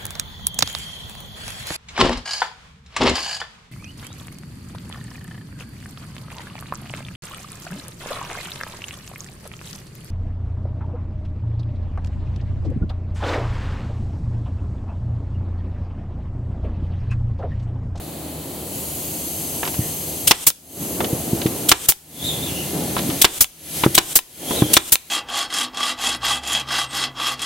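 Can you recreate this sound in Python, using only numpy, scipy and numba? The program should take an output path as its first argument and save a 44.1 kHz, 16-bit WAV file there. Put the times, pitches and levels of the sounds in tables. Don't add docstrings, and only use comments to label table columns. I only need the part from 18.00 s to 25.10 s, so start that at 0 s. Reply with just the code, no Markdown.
import sys
import numpy as np
from scipy import signal
from scipy.fft import rfft, irfft
from scipy.io import wavfile
from scipy.ndimage import uniform_filter1d, map_coordinates
from numba import njit

SR = 44100
rng = np.random.default_rng(int(sys.argv[2]) if len(sys.argv) > 2 else 0)


def store_wav(level_fs):
    pcm = np.round(np.clip(np.atleast_2d(level_fs), -1, 1) * 32767)
    wavfile.write(sys.argv[1], SR, pcm.T.astype(np.int16))


N = 313110
TIME = np.arange(N) / SR
SHORT = TIME[:SR // 2]

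# f/Hz, likeness (1 = the same)
LIKENESS = [(25, .65), (80, .95), (140, .97), (260, .96), (600, .68), (1200, .4), (4000, .55), (9000, .35),
            (15000, .3)]
# f/Hz, left minus right level/dB
LEAN = [(100, 1), (500, -0.5), (1000, 0), (2000, -2), (4000, 0), (8500, 0.6), (10500, 2), (12500, 1.5),
        (16000, 8.5)]
# f/Hz, level/dB
RUMBLE = [(22, -20), (50, -17.5), (76, -0.5), (105, -4), (160, -1.5), (220, -3), (300, 1), (420, -6),
          (700, -7.5), (1000, -16), (1500, -24), (2300, -24), (3000, -24), (4300, -18.5), (5500, -45),
          (8000, -38)]
# f/Hz, level/dB
HOSE_TILTED = [(700, -27), (1700, -19), (3000, -4.5), (3700, -12.5), (4500, -5.5), (5400, -9.5),
               (6500, -4.5), (7300, -2.5), (8300, -2), (9300, -3.5), (11100, 3), (11650, 1.5),
               (13100, -3.5), (14500, -3.5), (15500, -2.5)]
HOSE_UPRIGHT = [(700, -23), (1700, -8.5), (3100, -4.5), (4200, -5), (5400, -8), (6350, -4.5), (7300, -6.5),
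                (8200, -4), (9400, -4.5), (11200, 2), (13300, -9.5), (14500, -7), (15500, -7)]
# t/s, level/dB
HISS_LEVEL = [(0, -37.5), (.65, -33), (.75, -29), (1.7, -26.5), (2.25, -28.5), (4.8, -28.5), (5.8, -24.5)]
# f/Hz, level/dB against the hiss
COUPLING = [(6300, -14.5), (8300, -15), (11600, -9.5)]
# t/s, level/dB, brightness f/Hz
TAPS = [(1.6308, -12.5, 1540), (1.664, -21, 1200), (3.005, -11, 1670), (4.966, -8.5, 1240),
        (5.8365, -5.5, 2090), (5.8628, -4, 980), (6.509, -15.5, 1400), (6.6214, -8, 1000)]
# t/s, level/dB
CLICKS = [(1.652, -26), (1.676, -22.5), (1.742, -29), (3.044, -22), (3.417, -25), (3.463, -23.5),
          (4.981, -25), (4.990, -23), (5.1, -24)]
# t/s, level/dB, contact time t/s
THUMPS = [(1.790, -9, 0.0048), (3.129, -10.5, 0.0046), (3.331, -4.5, 0.0034), (3.457, -3, 0.0028),
          (5.0904, -8.5, 0.0035), (5.8371, -13, 0.0005), (5.862, 5, 0.0021), (6.621, 3, 0.0027)]
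# f/Hz, level/dB, time to fall 60 dB t/s
BENCH = [(93, -15, 0.23), (129.7, 0, 0.12), (180, 4.5, 0.029), (240, 0, 0.013), (322.7, -4.5, .1),
         (395, -19, 0.11), (540, -14.5, 0.038)]
# f/Hz, level/dB, time to fall 60 dB t/s
GUN_BODY = [(767, -5.5, 0.073), (1033, 1.5, 0.027), (1350, -4, 0.049), (1657, -17.5, 0.058),
            (2347, -8, 0.068), (2720, -0.5, 0.037), (3020, 3.5, 0.046), (3520, 3, 0.065),
            (3883, 4.5, 0.041), (5410, 2, 0.035)]
# f/Hz, level/dB
CRACK = [(60, -5.5), (220, -19), (350, 4.5), (560, -5.5), (1000, 1.5), (1500, -1.5), (2200, -0.5),
         (3500, 0.5), (4600, -2.5), (8000, -6), (16000, -13)]
# crest t/s, crest f/Hz, level/dB, rise t/s, fall t/s, pitch droop (share of the pitch)
BIRD = [(1.815, 1987, -43.5, .02, 0.057, .08), (4.27, 3730, -23, .08, 0.089, 0.072),
        (4.44, 3650, -30.5, 0.031, 0.056, 0.11), (4.475, 2870, -35, .025, .05, 0.041),
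        (4.564, 2900, -34, 0.048, 0.11, .03), (6.52, 3400, -32, 0.22, .04, .07),
        (6.575, 3890, -26.5, 0.037, .2, 0.16)]
# valve opens t/s, driver strikes t/s, exhaust opens t/s, puff level/dB,
# time the exhaust takes to open t/s, piston return level/dB
SHOTS = [(2.2714, 2.3100, 2.4645, 1, 0.011, 20.5), (3.6858, 3.716, 3.8836, -0.5, 0.0097, 20.5),
         (5.2148, 5.2445, 5.4055, 8.5, 0.0066, 22), (5.945, 5.9787, 6.1520, 0, 0.013, 22),
         (6.733, 6.767, 6.9178, 6.5, 0.013, 24.5)]
# f/Hz, level/dB
PUFF = [(100, -8.5), (1000, -13.5), (2200, -8.5), (3200, 4), (4500, -3), (8500, 0), (13500, 2), (16000, -3)]
LEAK = [(300, -5.5), (2000, -9), (3300, -3), (4600, -8), (7000, -1.5), (8700, 2.5), (11000, -4),
        (13300, -2), (16000, -15)]
EXHAUST = [(100, -7.5), (700, -15.5), (2000, -12.5), (5000, -5.5), (7000, -1.5), (12500, 1), (16000, -0.5)]
# start t/s, length t/s, level/dB, centre f/Hz
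STROKES = [(2.714, 0.38, -31.5, 200), (2.93, 0.13, -25.5, 240), (3.208, 0.52, -30, 262),
           (4.152, 0.58, -27, 120), (4.683, 0.415, -26.5, 207), (5.598, 0.31, -40.5, 296),
           (6.355, 0.43, -29, 332)]
# f/Hz, level/dB
RUB = [(30, -26), (65, -16), (95, -1.5), (190, 1.5), (320, 1.5), (450, -0.5), (750, 0), (1200, -7),
       (2500, -12.5), (6000, -10)]
# f/Hz, level/dB
ROOM = [(100, 7.5), (500, 4.5), (1500, 2.5), (4000, 1.5), (10000, -3), (13000, -5), (16000, -11)]


def amp(db):
    return 10 ** (np.asarray(db) / 20)


def unit(x):
    return x / np.sqrt(np.mean(x ** 2))


def over_hz(points, size):
    hz, value = np.transpose(points)
    bin_hz = np.arange(size // 2 + 1) * SR / size
    return np.interp(np.log(bin_hz + 1), np.log(hz), value)


def noise(colour, size=N):
    mid, side = rfft(rng.standard_normal((2, size)))
    like = np.clip(over_hz(LIKENESS, size), -1, 1)
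    lean_db = over_hz(LEAN, size) / 2
    mid = mid * np.sqrt(1 + like)
    side = side * np.sqrt(1 - like)
    both = np.array([(mid + side) * amp(lean_db), (mid - side) * amp(-lean_db)])
    return unit(irfft(both * amp(over_hz(colour, size)), size))


def walk(rate):
    k = int(SR / rate)
    steps = np.repeat(rng.standard_normal(N // k + 1), k)
    return unit(uniform_filter1d(uniform_filter1d(steps, k), k)[:N])


def lowpass(x, hz):
    return signal.sosfilt(signal.butter(2, min(hz, SR / 3), fs=SR, output="sos"), x)


def fade(t60):
    return np.exp(-np.log(1000) * SHORT / t60)


def swell(t, attack_s, hold_s, t60):
    grow = np.clip(t / attack_s, 0, 1) ** 2
    return grow * np.exp(-np.log(1000) * np.maximum(t - attack_s - hold_s, 0) / t60)


def add(out, s, x):
    i = int(s * SR)
    out[:, i:i + x.shape[-1]] += x[..., :N - i]


def outdoors():
    turn = 2 * np.pi * np.cumsum(77.5 * (1 + 0.0094 * walk(10))) / SR
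    hum = amp(-42.5) * np.sin(turn) + amp(-40) * np.sin(2 * turn)
    rumble = noise(RUMBLE) * amp(-33.0 + 0.4 * walk(13))
    return rumble + hum * amp(2.3 * walk(5.85))


def delayed(x, lag_s):
    return np.array([map_coordinates(side, [(TIME - lag_s) * SR], order=3, mode="mirror") for side in x])


def hoarse(hz, width_hz):
    phase = 2 * np.pi * np.cumsum(hz) / SR
    apart = unit(lowpass(rng.standard_normal((2, len(hz))), width_hz))
    shared = unit(lowpass(rng.standard_normal(len(hz)), width_hz))
    return apart * np.sin(phase) + shared * np.cos(phase)


def hose():
    lift_s, upright_s = (0.734, 1.26), (2.8, 5.6)
    carried = np.interp(TIME, lift_s, (0, 1))
    upright = np.interp(TIME, upright_s, (0, 1))
    hiss = np.sqrt(1 - upright) * noise(HOSE_TILTED) + np.sqrt(upright) * noise(HOSE_UPRIGHT)

    rest_lag_s, work_lag_s = 0.00063, 0.00097
    lag_s = rest_lag_s + carried * (work_lag_s - rest_lag_s)
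    bench_bounce = delayed(hiss, lag_s * (1 + 0.018 * walk(5.6)))
    body_bounce = delayed(hiss, 3 * lag_s * (1 + 0.015 * walk(4)))

    bend = 1 + 0.12 * (1 - carried) + 0.006 * walk(5)
    whistles = sum(amp(db) * hoarse(hz * bend, width_hz=160) for hz, db in COUPLING)
    whistles = whistles * swell(TIME - lift_s[0], attack_s=0.05, hold_s=1.5, t60=40)

    air = hiss + amp(-21) * bench_bounce + amp(-9) * body_bounce + whistles
    return air * amp(np.interp(TIME, *np.transpose(HISS_LEVEL)) + 0.17 * walk(27))


def ring(modes, scatter):
    total = 0
    for hz, db, t60 in modes:
        level = amp(db + 2 * rng.standard_normal())
        spot_hz = hz * (1 + scatter * rng.standard_normal())
        total = total + level * fade(t60) * np.sin(2 * np.pi * spot_hz * SHORT)
    return total


def clack(crack_t60, ring_db):
    own_sides = np.array([ring(GUN_BODY, 0.016), ring(GUN_BODY, 0.027)])
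    body = ring(GUN_BODY, 0.013) + 0.57 * own_sides
    return noise(CRACK, size=len(SHORT)) * fade(crack_t60) + amp(ring_db) * body


def tap(db, bright_hz):
    return amp(db) * lowpass(1.41 * clack(0.053, -17), bright_hz)


def thump(contact_s):
    push = np.sin(np.pi * np.minimum(SHORT / contact_s, 1)) ** 2
    rebound = np.interp(SHORT - 0.0012, SHORT, push)
    flex = signal.fftconvolve(push - 0.53 * rebound, ring(BENCH, 0.039))[:len(SHORT)]
    x = np.gradient(flex)
    return x / np.abs(x).max()


def handling():
    out = np.zeros((2, N))
    for s, db, bright_hz in TAPS:
        add(out, s, tap(db, bright_hz))
    for s, db in CLICKS:
        add(out, s, tap(db, bright_hz=5550))
    for s, db, contact_s in THUMPS:
        add(out, s, amp(db) * thump(contact_s))
    return out


def bird():
    out = np.zeros((2, N))
    arch_s = 0.041
    hold_s, fade_db = 0.021, 14
    t = SHORT - SHORT[-1] / 2
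    for crest_s, crest_hz, db, rise_s, fall_s, droop in BIRD:
        arch = 1 - droop * (1 - np.exp(-(t / arch_s) ** 2))
        hz = crest_hz * arch * (1 + 0.0087 * walk(122.8)[:len(t)])
        before = np.maximum(-t, 0) / rise_s
        after = np.maximum(t - hold_s, 0) / fall_s
        note = hoarse(hz, width_hz=136) + amp(-12) * hoarse(2 * hz, width_hz=170)
        add(out, crest_s + t[0], amp(db - fade_db * (before + after)) * note)
    return out + 0.23 * np.roll(out, int(0.055 * SR), axis=1)


def gust(colour, attack_s, hold_s, t60):
    return noise(colour, size=len(SHORT)) * swell(SHORT, attack_s, hold_s, t60)


def whistle(air, hz, width_hz, db):
    return air + amp(db) * signal.lfilter(*signal.iirpeak(hz, hz / width_hz, fs=SR), air)


def valve_puff():
    puff = gust(PUFF, attack_s=0.0075, hold_s=0.0004, t60=0.031)
    flow = gust(PUFF, attack_s=0.00069, hold_s=0.042, t60=0.005)
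    return whistle(puff + amp(-16) * flow, hz=8450, width_hz=480, db=0.64)


def driver_blow():
    strike = gust(CRACK, attack_s=0.00012, hold_s=0.00095, t60=0.022)
    sink = gust(CRACK, attack_s=0.0056, hold_s=0.0019, t60=0.023)
    boards = lowpass(gust(CRACK, attack_s=0.012, hold_s=0.0077, t60=0.1), 2400)
    drive = amp(-1) * strike + sink + amp(-18.5) * boards
    return amp(18) * (drive + 0.63 * clack(0.0079, -10.0) + amp(-11) * thump(0.0017))


def trigger_leak(held_s):
    left_s = held_s - SHORT
    flow = np.clip((left_s - 0.018) / 0.003, 0, 1) + amp(-11) * (left_s > 0)
    return amp(-15) * flow * whistle(noise(LEAK, size=len(SHORT)), hz=3450, width_hz=450, db=-5)


def exhaust(opening_s):
    pressure_s = 0.015
    vent = gust(EXHAUST, attack_s=opening_s, hold_s=pressure_s - opening_s, t60=0.062)
    drain = gust(EXHAUST, attack_s=0.012, hold_s=0.017, t60=0.049)
    return amp(26) * (vent + amp(-14) * drain)


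def piston_return(db):
    no_bass = signal.butter(2, 700, "highpass", fs=SR, output="sos")
    return amp(db) * signal.sosfilt(no_bass, clack(0.0071, -29))


def nailer():
    out = np.zeros((2, N))
    for valve_s, blow_s, exhaust_s, puff_db, opening_s, return_db in SHOTS:
        add(out, valve_s, amp(puff_db) * valve_puff())
        add(out, blow_s, driver_blow())
        add(out, blow_s, trigger_leak(exhaust_s - blow_s))
        add(out, exhaust_s, exhaust(opening_s))
        add(out, exhaust_s + 0.038, piston_return(return_db))
    return out


def sliding():
    attack_s = 0.07
    levels = [amp(db) * swell(TIME - s, attack_s, length_s - attack_s, t60=1) for s, length_s, db, _ in STROKES]
    power = np.array(levels) ** 2 + 1e-18
    total_power = power.sum(axis=0)
    centre = np.array(STROKES)[:, 3] @ power / total_power
    friction, out = noise(RUB), 0
    for band_hz in 45 * 2 ** np.arange(0, 7, .5):
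        edges = [band_hz / 2 ** .25, band_hz * 2 ** .25]
        band = signal.sosfilt(signal.butter(2, edges, "bandpass", fs=SR, output="sos"), friction)
        near = 1 / np.sqrt(1 + (band_hz / centre - centre / band_hz) ** 2)
        out = out + np.roll(band, rng.integers(SR), axis=1) * near * amp(1.7 * walk(22))
    return unit(out) * np.sqrt(total_power) * amp(0.82 * walk(30))


def workshop(x, t60, wet_db):
    tail = noise(ROOM, size=len(SHORT)) * fade(t60) * np.minimum(SHORT / 0.0014, 1)
    echo = signal.fftconvolve(x, unit(tail) / np.sqrt(len(SHORT)), axes=1)[:, :N]
    return x + amp(wet_db) * echo


def scene():
    tool = workshop(handling() + nailer(), t60=0.3, wet_db=-21.5)
    return outdoors() + hose() + tool + bird() + sliding()


@njit
def ducking(excess, attack, hold, release):
    out, cut, wait = np.zeros(len(excess)), 0., 0.
    for i in range(len(excess)):
        wait -= 1
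        if excess[i] > cut:
            cut, wait = cut + attack * (excess[i] - cut), hold
        elif wait < 0:
            cut = max(cut - release, 0.)
        out[i] = cut
    return out


def gain_control(x, limit_db, attack_s, hold_s, release_db_per_s):
    power = signal.lfilter([1 / 32], [1, 1 / 32 - 1], np.mean(x ** 2, axis=0))
    excess = 10 * np.log10(power + 1e-12) - limit_db
    attack = 1 - np.exp(-1 / (attack_s * SR))
    return x * amp(-ducking(excess, attack, hold_s * SR, release_db_per_s / SR))


def record(dry):
    x = gain_control(dry, limit_db=-4.0, attack_s=0.0013, hold_s=0.062, release_db_per_s=105.5)
    x = x / (1 + x ** 6) ** (1 / 6)
    return signal.sosfilt(signal.ellip(10, .2, 70, 15850, fs=SR, output="sos"), x)


dry = scene()
out = record(dry)
store_wav(out)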